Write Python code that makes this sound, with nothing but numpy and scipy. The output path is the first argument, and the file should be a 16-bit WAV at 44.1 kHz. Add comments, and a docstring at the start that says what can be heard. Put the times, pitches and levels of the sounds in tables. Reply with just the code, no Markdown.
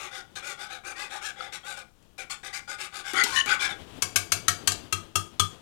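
"""A wire whisk stirs a thick egg mixture in a saucepan on a kitchen counter, two scrapes to each turn.
Pressed harder, the wires stick and slip on the pan and squeal. Then the whisk is rapped eight times on
the rim to shed the mixture: the wires clash, whisk and rim ring, and the counter booms under the pan.
Behind it are a quiet kitchen and the shifting pan. The sound is close and on the left."""
import sys
import numpy as np
from scipy import signal
from scipy.fft import rfft, irfft
from scipy.io import wavfile
from scipy.ndimage import uniform_filter1d

SR = 44100
rng = np.random.default_rng(int(sys.argv[2]) if len(sys.argv) > 2 else 0)


def file_out(sig):
    """Save sig as 16-bit WAV at sys.argv[1]."""
    # one column per channel
    cols = np.atleast_2d(sig).T
    # limit, then scale
    lim = np.clip(cols, -1, 1)
    pcm = np.round(lim * 32767).astype(np.int16)
    wavfile.write(sys.argv[1], SR, pcm)


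N = 247401
TIME = np.arange(N) / SR   # seconds since the scene began
AGE = TIME[:SR * 2 // 5]   # seconds since one stroke or blow began

# Levels in the tables are relative. A fade time (t60) is how long a sound takes to fall by 60 dB.
# Scrapes, bright on the bare wall and dull deep in the mixture.
# Each row: start in seconds, length in seconds, level in dB, brightness in dB.
STROKES = [(-.04, 0.13, -41, -3), (0.105, 0.11, -41, -3), (0.355, 0.044, -39, -0.5), (.419, .12, -38.5, -2),
           (0.573, 0.1, -40.5, -4), (0.689, .09, -40.5, -6.5), (0.835, 0.1, -40, -3.5),
           (.95, 0.12, -38, -3), (1.093, .098, -40, -4), (1.209, 0.1, -37, -1), (1.357, 0.13, -41.5, -8.5),
           (1.522, 0.053, -40, 0.5), (1.631, 0.12, -40, -3), (1.76, .06, -43.5, -2),
           (2.179, 0.057, -39.5, -4), (2.297, 0.055, -38.5, 2), (2.43, .072, -40.5, -2.5),
           (2.527, 0.065, -37.5, 1.5), (2.675, 0.078, -37.5, -3), (2.781, 0.089, -38, 0),
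           (2.922, 0.1, -40, -1), (3.039, 0.091, -37.5, -2), (3.133, 0.1, -26, -8), (3.243, 0.1, -37, 1.5),
           (3.316, 0.097, -36.5, 5.5), (3.459, 0.098, -27, -6.5), (3.592, 0.085, -30.5, -2),
           (3.689, 0.043, -35, -9)]
# Resonances of the filled pan's bottom and wall. Each row: pitch in Hz, width in Hz, level in dB.
BOTTOM_MODES = [(353, 46, -8), (544, 50, -8), (802.3, 37, 4.5)]
WALL_MODES = [(1193, 68, -1.5), (1459, 48.5, 4), (1614, 73, -3), (2027, 174, -8), (2370, 176, -5.5),
              (2900, 230, -18), (3530, 340, -7.5)]
# A wire sticks and slips. The low row at 3.133 s is instead the pan itself groaning as a wire snaps against it.
# Each row: start in seconds, length in seconds, pitch in Hz, level in dB.
SQUEALS = [(0.415, 0.066, 2420, -44.5), (1.11, 0.072, 806, -45), (1.404, 0.0081, 1320, -40.5),
           (3.133, 0.078, 323, -45.5), (3.16, 0.059, 1432, -27), (3.151, 0.079, 2003, -27.5),
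           (3.25, 0.045, 920, -41), (3.296, 0.12, 1069, -36.5), (3.332, .075, 1800, -28),
           (3.354, 0.063, 2972, -26), (3.485, 0.05, 1490, -25.5), (3.47, 0.074, 2004, -35),
           (3.595, 0.064, 2312, -33), (3.61, 0.073, 1645, -36.5)]
# The tones within one squeal. Each row: multiple of its pitch, level in dB.
WIRE_PARTIALS = [(1, 0.5), (2.22, -11), (3.33, -12)]
# Wires snap against the wall; the last row, at 4.719 s, is instead the whisk bouncing back onto the rim after a
# rap. Each row: time in seconds, level in dB.
SNAPS = [(0.354, -61), (2.025, -73.5), (2.181, -57), (2.298, -59), (3.111, -54), (3.133, -45), (3.237, -29),
         (3.459, -43.5), (4.719, -35)]
# Raps on the rim. Each row: time in seconds, strength in dB, place from 0 (wire loops) to 1 (neck).
RAPS = [(4.021, -29, 0), (4.1586, -24.5, 0.0027), (4.3195, -26, 0.0041), (4.4812, -24, 0.048),
        (4.6735, -24, 0.096), (4.9249, -28, 0.61), (5.1552, -26, 0.75), (5.3961, -23.5, 1)]
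# Ringing of whisk and rim. Each row: pitch in Hz, fade time in seconds,
# then level in dB when struck on the loops, on the shoulder and on the neck.
RIM_MODES = [(344, 0.58, -13, -7, -18), (399, 0.33, -16, -11, -20), (710, 0.35, -8.5, -29, -38),
             (1160, 0.21, -1, -4.5, -30), (1220, 0.22, -8, -3, 2.5), (1270, 0.17, -12, 2, -1.5),
             (1602, 0.18, 4, -6.5, -12), (1770, 0.14, -4, -16, -28), (2194, 0.13, 6.5, -66, -18),
             (2280, 0.3, 3, -53, -37), (2734, 0.093, -25, 13, -14), (3020, 0.13, -6, -22, -13),
             (3218, 0.098, 0, -1, -3), (3300, 0.29, -9, -7.5, -3), (3440, 0.031, -35, -15, 5),
             (4183, 0.15, 0.5, -4, -7), (4710, 0.42, -3, -31, -16), (5730, 0.54, -28, -38, -30),
             (6050, 0.069, 0, -1, -19), (6265, 0.034, 11, -3, 4), (7130, 0.072, 3.5, -4, -1),
             (8200, 0.12, -4, -13, -6.5)]
# The pan bumps on the counter. Each row: time in seconds, level in dB.
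BUMPS = [(3.134, -42), (3.24, -43), (3.46, -50), (3.979, -52), (4.228, -61), (4.637, -51)]
# Low tones of the counter top. Each row: pitch in Hz, level in dB, fade time in seconds.
COUNTER_MODES = [(97.4, -0.5, 0.21), (161.2, -20.5, 0.37), (196.5, -14.5, 0.19)]
# How loud the shifting pan and dripping mixture are. Each row: time in seconds, level in dB.
HANDLING_LEVELS = [(0, -62.5), (3.05, -66), (3.14, -51), (4.85, -47), (5.1, -55), (5.6, -52)]
# The tone colours of six noises. Each row: frequency in Hz, level there in dB.
ROOM_COLOUR = [(12, -37), (20, 2.5), (65, -2), (138, -5.5), (204, -5), (310, -16), (388, -20.5),
               (1440, -24), (1860, -31), (6910, -29.5), (16000, -36.5)]   # the quiet kitchen
HANDLING_COLOUR = [(25, -4), (100, 3.5), (200, -1.5), (350, 0), (600, -6.5), (1200, -11), (2200, -16),
                   (3200, -11), (4500, -21), (10000, -27.5), (16000, -39)]   # the pan shifting, the mixture running off
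HISS_COLOUR = [(1500, -47), (2600, -4), (3700, -4), (5200, -0.5), (7000, -1.5), (9300, -3.5), (11500, -12),
               (16000, -24)]   # wires sliding on the pan
CLASH_COLOUR = [(30, -39), (150, -14.5), (400, -13.5), (900, -4.5), (1500, -5), (3000, -2.5), (4500, -1.5),
                (6300, 1), (8500, -1), (11000, -5), (13000, -9.5), (16000, -23)]   # wires hitting each other
THUD_COLOUR = [(40, -25), (100, -5), (230, -1), (350, 12), (600, -7), (2000, -31), (8000, -34)]
ECHO_COLOUR = [(100, 4.5), (400, 7.0), (3000, 1.5), (8000, 0.0), (16000, -5)]


def from_db(db):
    """Turn decibels into a number to multiply by."""
    return 10 ** (np.asarray(db) / 20)


def rms_one(x):
    """Scale a signal so that its average strength (rms) is 1."""
    return x / np.sqrt(np.mean(x ** 2) + 1e-20)


def blow_one(x):
    """Scale a blow so that its first 60 ms have an average strength of 1."""
    return x / np.sqrt(np.mean(x[:int(.06 * SR)] ** 2) + 1e-20)


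def dying(t60):
    """A fade that falls 60 dB in t60 seconds."""
    return np.exp(-np.log(1000) * AGE / t60)


def add(out, start, sound):
    """Mix a sound in from its start time in seconds."""
    i = int(start * SR)
    out[max(i, 0):i + len(sound)] += sound[max(-i, 0):N - i]


def colour(x, spectrum):
    """Give a noise the tone colour in a table, at strength 1."""
    hz, db = np.transpose(spectrum)
    f = np.maximum(np.fft.rfftfreq(len(x), 1 / SR), 1)
    gain = from_db(np.interp(np.log(f), np.log(hz), db))
    return rms_one(irfft(rfft(x) * gain, len(x)))


def resonate(x, hz, width_hz):
    """Let through a narrow band around one pitch, so that it rings."""
    r = np.exp(-np.pi * width_hz / SR)
    feedback = [1, -2 * r * np.cos(2 * np.pi * hz / SR), r * r]
    return signal.lfilter(np.array([1, 0, -1]) * (1 - r * r) / 2, feedback, x + 1e-18)


def drift(t, rate):
    """A random wander of strength 1, with about `rate` turns per unit of t."""
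    knots = rng.standard_normal(4000)
    return rms_one(np.interp(t * rate, np.arange(len(knots)), knots))


def steady(x):
    """Even out the slow swings of a ringing, so that the hand alone sets its strength."""
    return x / np.sqrt(np.abs(uniform_filter1d(x * x, size=900)) + 1e-9)


def room_noise(level_db):
    """The quiet kitchen: a faint, steady rumble."""
    return from_db(level_db) * colour(rng.standard_normal(N), ROOM_COLOUR)


def kitchen_echo(x, t60, level_db):
    """Add the reflections from hard walls, which arrive a few milliseconds late."""
    tail = colour(rng.standard_normal(len(AGE)), ECHO_COLOUR)
    tail = tail * dying(t60) * np.clip(AGE / 0.0029 - .5, 0, 1)
    return x + from_db(level_db) * signal.fftconvolve(x, tail / np.linalg.norm(tail))[:N]


def pan_handling():
    """The pan shifts and mixture runs off: a low noise, louder from the hard strokes on."""
    level_db = np.interp(TIME, *np.transpose(HANDLING_LEVELS)) + 2 * drift(TIME, 24.905)
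    return from_db(level_db) * colour(rng.standard_normal(N), HANDLING_COLOUR)


def pan_bumps():
    """The pan knocks on the counter with short, dull thuds."""
    out = np.zeros(N)
    for start, db in BUMPS:
        thud = colour(rng.standard_normal(len(AGE)), THUD_COLOUR)
        add(out, start, from_db(db) * blow_one(thud * dying(0.064)))
    return out


def counter_boom(build_s):
    """The counter top takes a moment to start swinging; its lowest motion makes hardly any sound."""
    swing = sum(from_db(db) * np.sin(2 * np.pi * hz * AGE) * dying(t60) for hz, db, t60 in COUNTER_MODES)
    low_cut = signal.butter(2, 80, "high", fs=SR, output="sos")
    return blow_one(signal.sosfilt(low_cut, swing * (1 - np.exp(-AGE / build_s))))


def wiry(x, depth_db, width_hz, top_hz):
    """The loops favour other pitches each time they are bent or struck; above top_hz these merge."""
    f = np.fft.rfftfreq(len(x), 1 / SR)
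    ripple_db = depth_db * drift(f, 1 / width_hz) / np.hypot(1, f / top_hz)
    return rms_one(irfft(rfft(x) * from_db(ripple_db), len(x)))


def wire_tones(t60_at_6khz, count):
    """The loops ring freely: one row for each thin tone, the higher ones dying sooner."""
    hz = rng.uniform(2500, 14000, (count, 1))
    gain = from_db(np.interp(hz, *np.transpose(CLASH_COLOUR)))
    return gain * np.sin(2 * np.pi * hz * AGE) * dying(t60_at_6khz * (6000 / hz) ** 1.26)


def clash(wires, crack_t60, rattle_t60, rattle_db, wire_db):
    """The wires slap together, rattle briefly and ring on in their many thin tones."""
    shimmer = rng.standard_normal(len(wires)) @ wires
    noise = colour(rng.standard_normal(len(AGE)), CLASH_COLOUR)
    noise = wiry(noise, depth_db=4.5, width_hz=170, top_hz=5860)
    crack = noise * (dying(crack_t60) + from_db(rattle_db) * dying(rattle_t60))
    onset = 1 - np.exp(-AGE / 0.001)
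    return blow_one((blow_one(crack) + from_db(wire_db) * blow_one(shimmer)) * onset)


def wire_snaps(wires):
    """Wires snap against the pan's wall with sharp clicks; once, the whisk bounces back onto the rim after a
    rap."""
    out = np.zeros(N)
    for start, db in SNAPS:
        snap = clash(wires, crack_t60=0.019, rattle_t60=0.18, rattle_db=-32, wire_db=-4)
        add(out, start, from_db(db) * snap)
    return out


def rim_ring(place, spread_db, contact_db, contact_t60):
    """The place struck decides which tones ring; much of their energy drains at once into the wet pan."""
    hz, t60, *db_at_place = np.array(RIM_MODES).T[:, :, None]
    nearness = np.maximum(1 - np.abs(2 * place - np.arange(3)), 0)   # to loops, shoulder and neck
    gain = from_db(np.tensordot(nearness, db_at_place, 1) - spread_db * rng.standard_normal(hz.shape))
    waver_hz = 14 * np.array([drift(AGE, 118.6) for _ in RIM_MODES])   # the loops jostle each other
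    phase = 2 * np.pi * (np.cumsum(hz + waver_hz, axis=1) / SR + rng.random(hz.shape))
    fade = dying(t60) + from_db(contact_db) * dying(contact_t60)
    onset = 1 - np.exp(-AGE / 0.0023)
    return blow_one((gain * np.sin(phase) * fade).sum(0) * onset)


def rim_raps(wires, ring_db, boom_db):
    """The whisk hits the rim ever nearer its handle. The stiff neck clashes less and pushes harder."""
    out = np.zeros(N)
    boom = counter_boom(build_s=0.0073)
    for start, db, place in RAPS:
        rattle = clash(wires, crack_t60=0.039, rattle_t60=0.17, rattle_db=-9.5, wire_db=-17)
        ring = rim_ring(place, spread_db=1.5, contact_db=7.5, contact_t60=0.053)
        add(out, start, from_db(db - 5.5 * place) * rattle)
        add(out, start, from_db(db + ring_db + 3 * place) * ring)
        add(out, start, from_db(db + boom_db + 8.5 * np.sqrt(place)) * boom)
    return out


def swell(rise_s, length_s, edge, release_s):
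    """Contact builds, slackens and lets go. A quick stroke lands with a jolt, sized by `edge`."""
    rise_s = max(rise_s, .002)
    jolt = edge * np.exp(-rise_s / 0.042)
    let_go = length_s + .002
    drag_s = 0.034   # after letting go, the wires still trail through the mixture
    times = [0, .001, rise_s, let_go, let_go + release_s, let_go + release_s + drag_s]
    return np.sin(np.pi / 2 * np.interp(AGE, times, [0, jolt, 1, .33, .07, 0]))


def friction(per_s, spread_db):
    """Tiny slips of uneven size at random moments."""
    slips = rng.random(len(AGE)) < per_s / SR
    sizes = rng.standard_normal(len(AGE)) * from_db(spread_db * rng.standard_normal(len(AGE)))
    return rms_one(slips * sizes)


def bend(x, speed, glide, slosh):
    """Pitches rise as the wires are pushed faster and waver as the mixture sloshes."""
    ratio = 1 + glide * (speed - .8) + slosh * drift(AGE, 20.4)
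    return np.interp(np.cumsum(ratio) / SR, AGE, x)


def squealing(width_hz, rough_db, level_db):
    """A chattering wire feeds a few narrow resonances: a hoarse tone, broader when it is higher."""
    out = np.zeros(N)
    for start, length, pitch_hz, db in SQUEALS:
        grip = swell(0.73 * length, length, edge=0.45, release_s=0.0082)
        for multiple, partial_db in WIRE_PARTIALS:
            hz = pitch_hz * multiple
            width = width_hz * np.sqrt(hz / 1500)
            chatter = friction(per_s=3900, spread_db=2.0)
            tone = resonate(resonate(chatter, hz, width), hz, 5 * width)
            tone = steady(bend(tone, grip, glide=0.0026, slosh=0.0057))
            tone /= np.hypot(1, (hz / 5700) ** 3)   # the mixture damps tones above 5700 Hz
            gain = from_db(db + partial_db + level_db + rough_db * drift(AGE, 197))
            add(out, start, gain * grip ** 1.7 * tone)
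    return out


def pan_body(modes, spread_db):
    """Rubbing makes the pan ring, a little differently in each stroke."""
    drive = friction(per_s=12000, spread_db=1.0)
    out = np.zeros(len(AGE))
    for k, (hz, width, db) in enumerate(modes):
        tone = resonate(resonate(drive, hz, width), hz, 4 * width)
        out += (-1) ** k * tone * from_db(db + spread_db * rng.standard_normal())
    return out


def scraping(bottom_db, wall_db, hiss_db, rough_db):
    """Each stroke of the whisk sounds the pan and hisses; the hiss grows faster with speed."""
    out = np.zeros(N)
    flick_s, ordinary_db = 0.034, -38.5   # length of a flick, level of an ordinary stroke
    for start, length, db, bright_db in STROKES:
        rise_s = 0.75 * max(length - flick_s, 0)   # a flick is at full speed at once
        speed = swell(rise_s, length, edge=0.43, release_s=0.018)
        # The mixture damps the bottom, and bright strokes stir it less.
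        low_db = 0.48 * (db - ordinary_db) - 0.67 * bright_db
        bottom = pan_body(BOTTOM_MODES, spread_db=2.5)
        wall = wiry(pan_body(WALL_MODES, spread_db=1.5), depth_db=4.5, width_hz=70, top_hz=5030)
        hiss = colour(friction(per_s=5100, spread_db=0.5), HISS_COLOUR)
        hiss = wiry(hiss, depth_db=6.0, width_hz=150, top_hz=5070)
        bottom = steady(bend(bottom, speed, glide=0.041, slosh=0.0252))
        wall = steady(bend(wall, speed, glide=0.0686, slosh=0.0218))
        hiss = bend(hiss, speed, glide=.05, slosh=.012)
        stroke = speed ** 0.91 * from_db(low_db + bottom_db) * bottom
        stroke += speed * from_db(db + wall_db) * wall
        stroke += speed ** 1.74 * from_db(db + bright_db + hiss_db) * hiss
        add(out, start, stroke * from_db(rough_db * drift(AGE, 208.3)))   # wire after wire meets the pan
    return out


def scene():
    """Whisk and pan in the kitchen, heard at one point."""
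    whisk = scraping(bottom_db=-50.0, wall_db=0.0, hiss_db=-0.5, rough_db=1.0)
    whisk += squealing(width_hz=53, rough_db=3.0, level_db=3.0)
    wires = wire_tones(t60_at_6khz=0.11, count=110)
    whisk += wire_snaps(wires)
    whisk += rim_raps(wires, ring_db=-4.5, boom_db=-18)
    bumps = pan_bumps()
    background = pan_handling() + room_noise(level_db=-62)
    return np.tile(kitchen_echo(whisk + bumps, t60=0.3, level_db=-12) + background, (2, 1))


def record(dry):
    """The sound is on the left; the right is almost silent, with faint hiss."""
    mic_db, right_db, hiss_db = 4, -60.5, -80.5
    hiss = from_db(hiss_db) * rng.standard_normal((2, N))
    stereo = dry * from_db([[mic_db], [mic_db + right_db]]) + hiss
    treble_cut = signal.ellip(10, .1, 80, 16300, fs=SR, output="sos")   # cuts above 16300 Hz
    return signal.sosfilt(treble_cut, np.tanh(stereo))   # tanh rounds off the peaks


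dry = scene()
out = record(dry)
file_out(out)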